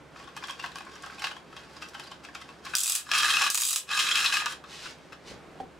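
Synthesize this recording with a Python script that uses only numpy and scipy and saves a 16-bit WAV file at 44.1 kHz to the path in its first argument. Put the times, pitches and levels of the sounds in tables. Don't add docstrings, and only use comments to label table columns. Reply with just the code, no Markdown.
import sys
import numpy as np
from scipy import signal
from scipy.fft import rfft, irfft
from scipy.io import wavfile
from scipy.ndimage import uniform_filter1d

SR = 44100
rng = np.random.default_rng(int(sys.argv[2]) if len(sys.argv) > 2 else 0)


def unload_wav(signal):
    wavfile.write(
        sys.argv[1],
        SR,
        np.round(np.clip(np.atleast_2d(signal).T, -1, 1) * 32767).astype(np.int16),
    )


def voltage_ratio(decibels):
    exponent = np.asarray(decibels, float) / 20
    return 10 ** exponent


N = 255559
SIZE = 8192

# pitch in Hz, level in dB per Hz.
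ROOM_TONE = [(15, -30), (28, -17.0), (40, -28), (55, -10.0)] + [(56, -47), (95, -16), (146, -2.0),
             (219, -7.0), (330, -4.0), (367, -5.0), (669, -8.5), (884, -10.5), (1510, -13.5),
             (16000, -42.5)][1:]
HUM_HZ, HUM_DB, AIR_DB = 70.6, -12.5, -55.5
ROOM_T60_LOW_S, ROOM_T60_HIGH_S, ROOM_DB = 0.23, 0.19, -3.5
DUCK_DB, DUCK_ATTACK_S, DUCK_RELEASE_S, RUN_DUCK_DB = 10.5, 0.022, 0.1, 0.5
# start in seconds, full in seconds, let go in seconds, stop in seconds, level in dB.
REACH = [
    (5.24, 5.33, 5.62, 5.5, -62),
]

# start in seconds, peak in dB, contact in seconds, bottle ring in dB.
KNOCKS = [
    (5.27, -43, 0.014, -62),
    (5.297, -42, 0.011, -62),
    (5.312, -37, 0.0067, -49),
    (5.335, -42, 0.01, -62),
    (5.601, -33.5, 0.01, -31.5),
    (5.635, -42, 0.0067, -49),
]
# pitch in Hz, width in Hz, level in dB.
DESK = [(121.7, 31, -0.5), (248, 30, 13), (360, 60, 5), (447, 70, 10.5), (1110, 82, -23)]
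# pitch in Hz, width in Hz, level in dB.
BOTTLE = [(762, 20, 6), (798, 31, -10), (3300, 900, -27)]

# start in seconds, full in seconds, let go in seconds, stop in seconds, level in dB.
RUB = [
    (4.66, 4.715, 4.9, 5.02, -45),
    (5.22, 5.286, 5.32, 5.39, -48),
    (5.1, 5.125, 5.14, 5, -59),
    (4.9, 4.94, 4, 5.9, -61),
    (6.2, 5.33, 5.36, 5.7, -58),
]
# pitch in Hz, level in dB per Hz.
CLOTH = [(500, -13.5), (1000, -5), (1600, -2), (3000, -2.5), (5000, -5), (8600, -11), (16000, -24.5)]

# pitch in Hz, width in Hz, level in dB.
LOOSE = [(868, 86, -5), (1104, 72, 1), (1570, 67, -5.5), (2100, 190, -15), (2490, 360, -14),
         (3230, 98, -13.5), (3540, 110, -25), (3970, 21, -33), (4870, 210, -13.5), (5510, 150, -12.5)]
# pitch in Hz, width in Hz, level in dB.
SHELL = [(1239, 77, 0), (1677, 102, 0), (2086, 130, -12.5), (2580, 123, 0), (2916, 34, -5),
         (3220, 144, -7.5), (3880, 270, -11), (4016, 65, -16), (5230, 190, -7), (6100, 220, -16),
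         (6600, 42, -16), (7150, 51, -1.5), (8300, 43, -6), (9750, 180, -12), (10800, 39, -26)]
# pitch in Hz, level in dB per Hz.
SHELL_SKIN = [(240, -63.5), (400, -23.5), (979, -12.5), (1220, 1.5), (1650, -2.5), (2250, -17),
              (2550, -10.5), (4380, -9), (7280, -6.5), (16000, -18)]
# start in seconds,
# peak in dB, struck panel in Hz, hollowness in dB.
HANDLING_TICKS = [(0.16, -44.5, 2400, 11.5), (0.199, -43.5, 2900, 8.5), (0.24, -44, 3080, -4),
                  (0.274, -42.5, 3300, 9), (0.365, -35, 3120, 6.5), (0.374, -35.5, 3120, -11),
                  (0.424, -40, 2450, 11), (0.4372, -29, 3290, 3), (0.4818, -32, 3220, 2),
                  (0.495, -27.5, 3220, 0), (0.5949, -30, 2760, 2.5), (0.6389, -28, 2910, 9),
                  (0.7163, -40.5, 4030, -10), (0.7569, -32, 3000, 5.5), (0.806, -38, 2520, 8),
                  (0.866, -47, 2320, 15.5), (0.897, -54, 2590, 12), (0.9563, -41.5, 3030, 5.5),
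                  (1.0214, -42, 4970, -21), (1.0346, -35, 2980, 5.5), (1.0617, -36.5, 3200, 6),
                  (1.0988, -44, 2470, 15.5), (1.1243, -47, 2320, 14.5), (1.18, -40, 2440, 5),
                  (1.194, -35.5, 3100, -25), (1.219, -27.5, 2220, 0.5), (1.241, -18.5, 2880, -0.5),
                  (1.312, -31.5, 2970, 5), (1.3647, -37, 3320, 3),
                  (1.5267, -44.5, 3260, 8), (1.5662, -33.5, 3280, -1), (1.7647, -37, 4960, -1),
              (1.8217, -28.5, 2680, 0), (1.888, -54, 3150, -24), (1.947, -32, 3040, 3),
              (1.996, -30.5, 3080, -1), (2.0357, -38.5, 4100, -19), (2.071, -37.5, 4800, -7),
              (2.1154, -34, 3040, 4), (2.248, -33.5, 2620, -2.5), (2.286, -44.5, 2560, 10),
              (2.3313, -76, 2000, -12), (2.35, -30, 2470, 2), (2.414, -35.5, 2080, 1),
              (2.489, -37, 2580, 1), (2.6494, -34.5, 4000, -12), (2.6642, -32, 2400, 3.5)]
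# start in seconds, peak in dB, struck panel in Hz, hollowness in dB.
LAST_TICKS = [
    (2.735, -24.5, 2540, 3),
    (4.4588, -19, 2780, 1.5),
    (4.6389, -40, 3620, 4.5),
    (4.8556, -33, 2740, 1.5),
    (5.1218, -39, 2880, 4),
]
# time in seconds, level in dB.
HANDS = [
    (0.12, -61),
    (0.17, -47.5),
    (0.3, -59),
    (0.8, -52),
    (1.2, -46),
    (1.42, -67),
    (1.54, -52.5),
    (1.74, -53),
    (2.05, -63),
    (2.6, -57.5),
]

# start in seconds, peak in dB.
SNAPS = [(0.2414, -47), (0.3652, -34), (0.4718, -37), (0.5084, -34), (0.7567, -30), (0.7847, -35),
         (0.8505, -45), (0.955, -41), (1.023, -37), (1.061, -37), (1.8864, -36), (1.997, -34), (2.242, -40),
         (2.3493, -33), (2.414, -42), (2.4783, -54), (2.6497, -42), (2.7523, -10.5), (3.1842, -15.5),
         (3.418, -16.5), (3.5016, -18), (3.998, -18.5), (4.338, -20.5), (4.4584, -21.5)]
SNAP_S, SNAP_LOW_HZ, SNAP_DB = 0.0017, 4500, -1
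# start in seconds, peak in dB, shell share in dB.
CRACKS = [(0.289, -56, 17), (0.3752, -48.5, 21.5), (0.381, -43, -20), (0.4825, -40, -20), (0.5088, -33, 5),
          (0.6285, -39, -12), (0.6361, -38, -12), (0.662, -46, 20.5), (0.767, -42, -2), (0.771, -40, -2),
          (0.785, -39.5, 11.5), (0.821, -50, 9.5), (1.0277, -39, -13), (1.2229, -30, -2),
          (1.27, -40.5, 19.5), (1.319, -48, 14), (1.5657, -45, 11), (1.6159, -51, 0), (1.7137, -52, -6),
          (1.7341, -44, -6), (1.8953, -36, -14), (1.9446, -41, 2), (1.9965, -44, 10), (2.1138, -49, -4),
          (2.655, -32, 1), (2.7526, -5.5, -26), (3.1158, -21, 3), (3.1782, -20, 2), (3.226, -15, -7),
          (3.2325, -19, 4), (3.2472, -22.5, 9), (3.2974, -24, 7), (3.4644, -29, 8), (3.502, -14, -25),
          (3.7605, -14.5, -10), (3.9138, -26.5, 6), (4.25, -23, 8.5), (4.2544, -24, 7), (4.3019, -27, 8),
          (4.355, -22, -6), (4.3705, -26, 10), (4.4594, -18.5, 0.5), (4.6398, -48, 7), (4.986, -59, 15),
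          (5.123, -53, 11), (5.131, -50.5, 15)]
# pitch in Hz, width in Hz, level in dB.
PIN = [(5240, 1100, -1), (7770, 420, -3), (10600, 1100, -7), (13500, 1800, -11)]
CRACK_LOW_HZ = 4200

# start in seconds, full in seconds, let go in seconds, stop in seconds, level in dB.
RUNS = [
    (2.62, 2.664, 3.02, 2.8, -45.5),
    (3.05, 3.124, 3.475, 3.54, -26),
    (3.87, 3.912, 4.39, 4.503, -28.5),
    (4.452, 4.459, 4.523, 4.58, -37),
]
# start in seconds, peak in dB, struck panel in Hz,
# hollowness in dB.
TEETH = [(3.0664, -43, 2580, 7), (3.09, -32, 3730, 3), (3.115, -11.5, 2500, -7),
         (3.1351, -12.5, 2520, -7.5), (3.1493, -14, 2580, -6), (3.178, -16, 2580, -21),
         (3.1866, -14, 3230, -22), (3.2035, -16.5, 3220, -24), (3.231, -17, 7300, -10),
         (3.2459, -23, 2290, -4), (3.282, -22.5, 2500, -1.5), (3.3019, -12, 3220, -11),
         (3.3387, -20, 2540, -4), (3.368, -11, 2680, -7), (3.4104, -19, 2540, 4.5),
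         (3.419, -12.5, 2510, -3), (3.435, -25, 5040, -6), (3.4633, -17, 2560, -3),
         (3.89, -28.5, 2580, -4), (3.914, -19.5, 2580, -6), (3.9324, -21.5, 3840, -4),
                (3.9739, -14, 2460, -4.5), (3.9903, -12, 2540, -25), (3.9993, -14, 3230, -38),
                (4.008, -22, 5320, -15), (4.0234, -16.5, 3190, -22), (4.067, -15, 3220, -17),
                (4.086, -16.5, 2580, -9), (4.112, -11, 3250, -10.5), (4.154, -11, 2550, -23),
                (4.1729, -15, 2600, -27), (4.189, -18.5, 2580, -20), (4.2095, -20, 4040, -17),
                (4.2417, -17.5, 2680, -29), (4.2583, -11.5, 4040, -23), (4.3231, -13, 2560, -11),
                (4.338, -14, 2570, -5.5), (4.3543, -17.5, 2640, -12), (4.368, -15.5, 2540, -7.5),
                (4.3994, -23, 2480, -4), (4.4189, -25.5, 2580, 4)]
JIGGLE_DB, CATCH_DB, JIGGLE_RISE_S, JIGGLE_FALL_S = -11, -18, 0.012, 0.03

# start in seconds, peak in dB, shell share in dB, rebound in dB.
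PAWL = [(2.7523, -12, -31, -3), (2.7673, -12.5, -35, -4), (2.7836, -13, -30, 1), (2.8038, -12, -39, -3),
        (2.8341, -10, -25, -4), (2.8586, -14, -14, 1), (2.8778, -9.5, -19.5, -8), (2.897, -9, -15, -7),
        (2.9205, -9, -25, -13), (2.9518, -8.5, -15, -4), (3.5013, -8.5, -38, -7), (3.5454, -9, -10.5, -0.5),
        (3.5751, -9.5, -12, -6), (3.6012, -13, -14.5, 3), (3.618, -9.5, -16, -4), (3.6344, -12, -20, -6),
        (3.6513, -10.5, -19.5, -10), (3.666, -16, -33, 5.5), (3.6864, -10.5, -21, -2),
        (3.7075, -10.5, -18.5, -6), (3.7296, -11, -15.5, -9), (3.7599, -10, -14, -16)]
# start in seconds, full in seconds, let go in seconds, stop in seconds, level in dB.
WIND = [
    (2.755, 2.8, 2.97, 3.036, -34.5),
    (3.503, 3.6, 3.785, 3.82, -33.5),
]
# pitch in Hz, width in Hz, level in dB.
RATCHET = [(2540, 62, -4.5), (4000, 240, -11), (5050, 180, -8), (6850, 560, -9.5), (7970, 640, -3.5),
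           (7750, 78, -4), (9670, 520, -7), (11900, 700, -13), (14500, 510, -11)]
# pitch in Hz, level in dB per Hz.
RATCHET_SKIN = [(290, -52), (500, -44.5), (1200, -10.5), (1950, -35), (2500, -6.5), (3880, -12.5),
                (4230, -12), (7940, -7), (15300, -12), (16500, -24)]
# pitch in Hz, gain in dB.
MIC = [(20, 1), (8800, 0.5), (9350, -1.5), (9900, -0.5), (15750, -9), (16200, -38), (17000, -48),
       (17600, -91)]


def unit(x):
    return x / np.sqrt(np.mean(x ** 2, axis=-1, keepdims=True))


def shape(table, size):
    hz, db = np.transpose(table)
    f = np.maximum(np.fft.rfftfreq(size, 1 / SR), 1)
    cepstrum = irfft(np.log(voltage_ratio(np.interp(np.log(f), np.log(hz), db))))
    cepstrum[1:size // 2] *= 2
    cepstrum[size // 2 + 1:] = 0
    return np.exp(rfft(cepstrum))


def colour(x, table):
    response = irfft(shape(table, SIZE))
    if x.ndim > 1:
        response = response[None]
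    return signal.fftconvolve(x, response)[..., :N]


def body(modes, strike_db):
    f = np.fft.rfftfreq(SIZE, 1 / SR)
    return sum(voltage_ratio(db + extra_db) * width / (width + 2j * (f - hz))
               for (hz, width, db), extra_db in zip(modes, strike_db))


def rattle(length):
    t = np.arange(SIZE) / SR / max(length, 2e-4)
    impacts = rng.standard_normal(SIZE) * rng.uniform(0.22, 1.26, SIZE)
    return impacts * (1 - np.exp(-t / 0.19)) * np.exp(-t)


def add(out, s, sound, db, pan_db=0):
    i = int(s * SR)
    sound = (sound / np.abs(sound).max())[:N - i]
    sides_db = np.array([[pan_db], [-pan_db]]) / 2
    out[:, i:i + len(sound)] += sound * voltage_ratio(db + sides_db)


def walk(rate):
    k = int(SR / rate)
    steps = np.repeat(rng.standard_normal(N // k + 1), k)
    return np.clip(unit(uniform_filter1d(steps, k)[:N]), -2, 2)


def grains(rate, spread_db):
    impacts = (rng.random(N) < rate / SR) * rng.standard_normal(N)
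    return unit(impacts * voltage_ratio(spread_db * np.minimum(rng.exponential(1, N), 2.5)))


def split(x, hz):
    return [unit(signal.sosfilt(signal.butter(4, hz, kind, fs=SR, output="sos"), x))
            for kind in ("low", "high")]


def bands(low_hz, high_hz):
    f = np.fft.rfftfreq(SIZE, 1 / SR)
    low = 1 / (1 + (f / low_hz) ** 8)
    high = 1 - 1 / (1 + (f / high_hz) ** 8)
    return low, 1 - low - high, high


def stroke(rows, rise_db, fall_db, late_s=0., silent=-90):
    t = np.arange(N) / SR
    levels = []
    for start, full, let_go, stop, db in rows:
        times = np.maximum.accumulate([start - .01, start, full + late_s, let_go, stop, stop + .012])
        levels.append(np.interp(t, times, [silent, db - rise_db, db, db, db - fall_db, silent]))
    return np.max(levels, axis=0)


def chatter(impacts, modes, skin):
    ring = voltage_ratio(-4) * colour(impacts, skin)
    for hz, width, db in modes:
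        pole = np.exp((2j * np.pi * hz - np.pi * width) / SR)
        panel = signal.lfilter([1], [1, -pole], impacts * voltage_ratio(2.2 * walk(30))).real
        ring = ring + voltage_ratio(db) * 2 * (1 - abs(pole)) * panel
    return ring


def duck():
    since = np.arange(N) / SR - np.array(PAWL)[:, :1]
    held = np.where(since > 0, np.exp(-np.abs(since) / DUCK_RELEASE_S), 0).max(axis=0)
    running = voltage_ratio(stroke(RUNS, 30, 11) + 18)
    attack = int(DUCK_ATTACK_S * SR)
    return -uniform_filter1d(DUCK_DB * held + RUN_DUCK_DB * running, attack + 1, origin=attack // 2)


def room_tone():
    mid, side = colour(rng.standard_normal((2, N)), ROOM_TONE)
    left = voltage_ratio(-5.0) * (mid + 0.29 * side)
    right = voltage_ratio(-4.5) * (mid - 0.43 * side)
    air = unit(np.array([left, right]).ravel()).reshape(2, N)
    phase = 2 * np.pi * np.cumsum(HUM_HZ + 0.6 * walk(3)) / SR
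    hum = np.sin(phase) * voltage_ratio(HUM_DB + 0.78 * walk(22))
    level = voltage_ratio(AIR_DB + duck() + 3.0) + voltage_ratio(stroke(REACH, 12.0, 16))
    return (air + hum * voltage_ratio([[-.7], [.7]])) * level


def room(x, count=4):
    t, place, out = np.arange(int(.45 * SR)) / SR, np.arange(N) / SR * 9, 0
    mono = x.mean(axis=0)[None]
    for k in range(count):
        low, high = split(rng.standard_normal((3, len(t))), 3420)
        tail = 0.4 * low * voltage_ratio(-60 * t / ROOM_T60_LOW_S) + high * voltage_ratio(-60 * t / ROOM_T60_HIGH_S)
        tail = (tail[:1] + 1.34 * tail[1:]) * np.clip(t / 0.00087, 0, 1)
        tail = tail / np.sqrt((tail ** 2).sum(axis=1, keepdims=True))
        share = np.sqrt(np.clip(1 - np.abs((place - k) % count - 1), 0, 1))
        out = out + signal.fftconvolve(share * mono, tail)
    return voltage_ratio(ROOM_DB) * out[:, :N]


def desk():
    out = np.zeros((2, N))
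    wood, glass = body(DESK, np.zeros(len(DESK))), body(BOTTLE, np.zeros(len(BOTTLE)))
    for s, db, contact, ring_db in KNOCKS:
        add(out, s, irfft(wood * rfft(rattle(contact))), db, -1.5)
        add(out, s, irfft(glass * rfft(np.hanning(14), SIZE)), ring_db, -1.5)
    return out


def rubbing():
    low, high = split(colour(grains(12000, 1.9) * voltage_ratio(2.0 * walk(30)), CLOTH), 5015)
    db = stroke(RUB, 18.0, 28) - 3
    high_db = db - 6.5 + 0.12 * (db + 49)
    return voltage_ratio(db) * low + voltage_ratio(high_db) * high


def shell_hits(table, modes, length, low_hz, treble_db, thinning):
    out, skin = np.zeros((2, N)), shape(SHELL_SKIN, SIZE)
    shares = bands(1990, 5270)
    for s, db, hz, hollow_db in table:
        struck = modes + [(hz, 150, 2), (rng.choice(low_hz), 90, 3)]
        ring = body(struck, 2.2 * rng.standard_normal(len(struck))) + voltage_ratio(-2) * skin
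        ring = ring * rfft(rattle(length * rng.uniform(0.84, 1.53)))
        pan_db = 1.7 + 2.0 * rng.standard_normal()
        for share, rel_db in zip(shares, (hollow_db, 0, treble_db - thinning * hollow_db)):
            add(out, s, irfft(ring * share), db + rel_db - 4.0, pan_db)
    return out


def snaps():
    out, edge = np.zeros((2, N)), shape(CLOTH, SIZE) * bands(1000, SNAP_LOW_HZ)[2]
    for s, db in SNAPS:
        add(out, s, irfft(edge * rfft(rattle(SNAP_S))), db + SNAP_DB, .6)
    return out


def cracks():
    out, (low, mid, high) = np.zeros((2, N)), bands(950, CRACK_LOW_HZ)
    tick = irfft(high * (body(PIN, np.zeros(len(PIN))) + voltage_ratio(-2) * shape(CLOTH, SIZE)))
    ring = irfft(mid * (body(SHELL, np.zeros(len(SHELL))) + voltage_ratio(-7.5) * shape(SHELL_SKIN, SIZE)))
    for s, db, shell_db in CRACKS:
        add(out, s, tick[:SIZE // 2], db, .6)
        add(out, s, ring[:SIZE // 2], db + shell_db, .6)
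    return out


def shaken(base_db, knocks, swell_db, fall_s):
    t, power = np.arange(N) / SR, voltage_ratio(2 * base_db)
    for s, db, _, _ in knocks:
        near = slice(int((s - .05) * SR), int((s + .3) * SR))
        fade_s = np.where(t[near] < s, JIGGLE_RISE_S, fall_s)
        power[near] += voltage_ratio(2 * (db + swell_db)) * np.exp(-2 * np.abs(t[near] - s) / fade_s)
    return 10 * np.log10(power)


def gears(low_db, high_db, modes):
    impacts = grains(6000, 1.3) * voltage_ratio(1.97 * walk(90))
    low, high = split(chatter(impacts, modes, SHELL_SKIN), 4400)
    return voltage_ratio(low_db - 5) * low + voltage_ratio(high_db - 4) * high


def ratchet():
    out, skin, (low, mid, high) = np.zeros((2, N)), shape(RATCHET_SKIN, SIZE), bands(2000, 2850)
    for s, db, shell_db, rebound_db in PAWL:
        ring = body(RATCHET, 2.2 * rng.standard_normal(len(RATCHET))) + voltage_ratio(1.5) * skin
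        add(out, s, irfft(high * ring * rfft(rattle(0.0005))), db - 1.5, .6)
        for side_db in (9, -8):
            add(out, s, irfft(high * ring * rfft(rattle(0.0032))), db - 10.5, side_db)
        add(out, s + 0.0081, irfft(high * ring * rfft(rattle(0.0021))), db + rebound_db - 3.5, .6)
        add(out, s, irfft((low + mid) * ring * rfft(rattle(0.0061))), db + shell_db - 5.5, .6)
    scrape = chatter(grains(9000, 1.5) * voltage_ratio(0.63 * walk(110)), RATCHET, RATCHET_SKIN)
    return out + unit(scrape) * voltage_ratio(stroke(WIND, 4, 22))


def scene():
    ticks, teeth = HANDLING_TICKS, TEETH
    hands_db = np.interp(np.arange(N) / SR, *np.transpose(HANDS), left=-90, right=-90)
    loose_db = shaken(hands_db, ticks, JIGGLE_DB, JIGGLE_FALL_S)
    knocks = (shell_hits(ticks, LOOSE, 0.0045, low_hz=(1050, 1120, 1280), treble_db=-11.5, thinning=0.42)
              + shell_hits(teeth, SHELL, 0.0037, low_hz=(1240, 1660), treble_db=-13.0, thinning=0.2)
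              + shell_hits(LAST_TICKS, SHELL, 0.0075, low_hz=(1500, 1560), treble_db=-13.0, thinning=0.76))
    run_low_db = shaken(stroke(RUNS, 28.5, 23.5), teeth, CATCH_DB, 0.0097)
    run_high_db = stroke(RUNS, 24, 44, late_s=0.037) - 6
    runs = gears(run_low_db, run_high_db, SHELL)
    toy = knocks + snaps() + cracks() + ratchet() + gears(loose_db, loose_db - 14, LOOSE) + runs
    toy = signal.sosfilt(signal.butter(4, 760, "high", fs=SR, output="sos"), toy)
    near = toy + rubbing() + desk()
    return near + room(near) + room_tone()


def roll_off(x):
    return signal.sosfilt(signal.butter(12, 16980, fs=SR, output="sos"), x)


def record(dry):
    mix = colour(dry, MIC)
    return roll_off(mix)


dry = scene()
out = record(dry)
unload_wav(out)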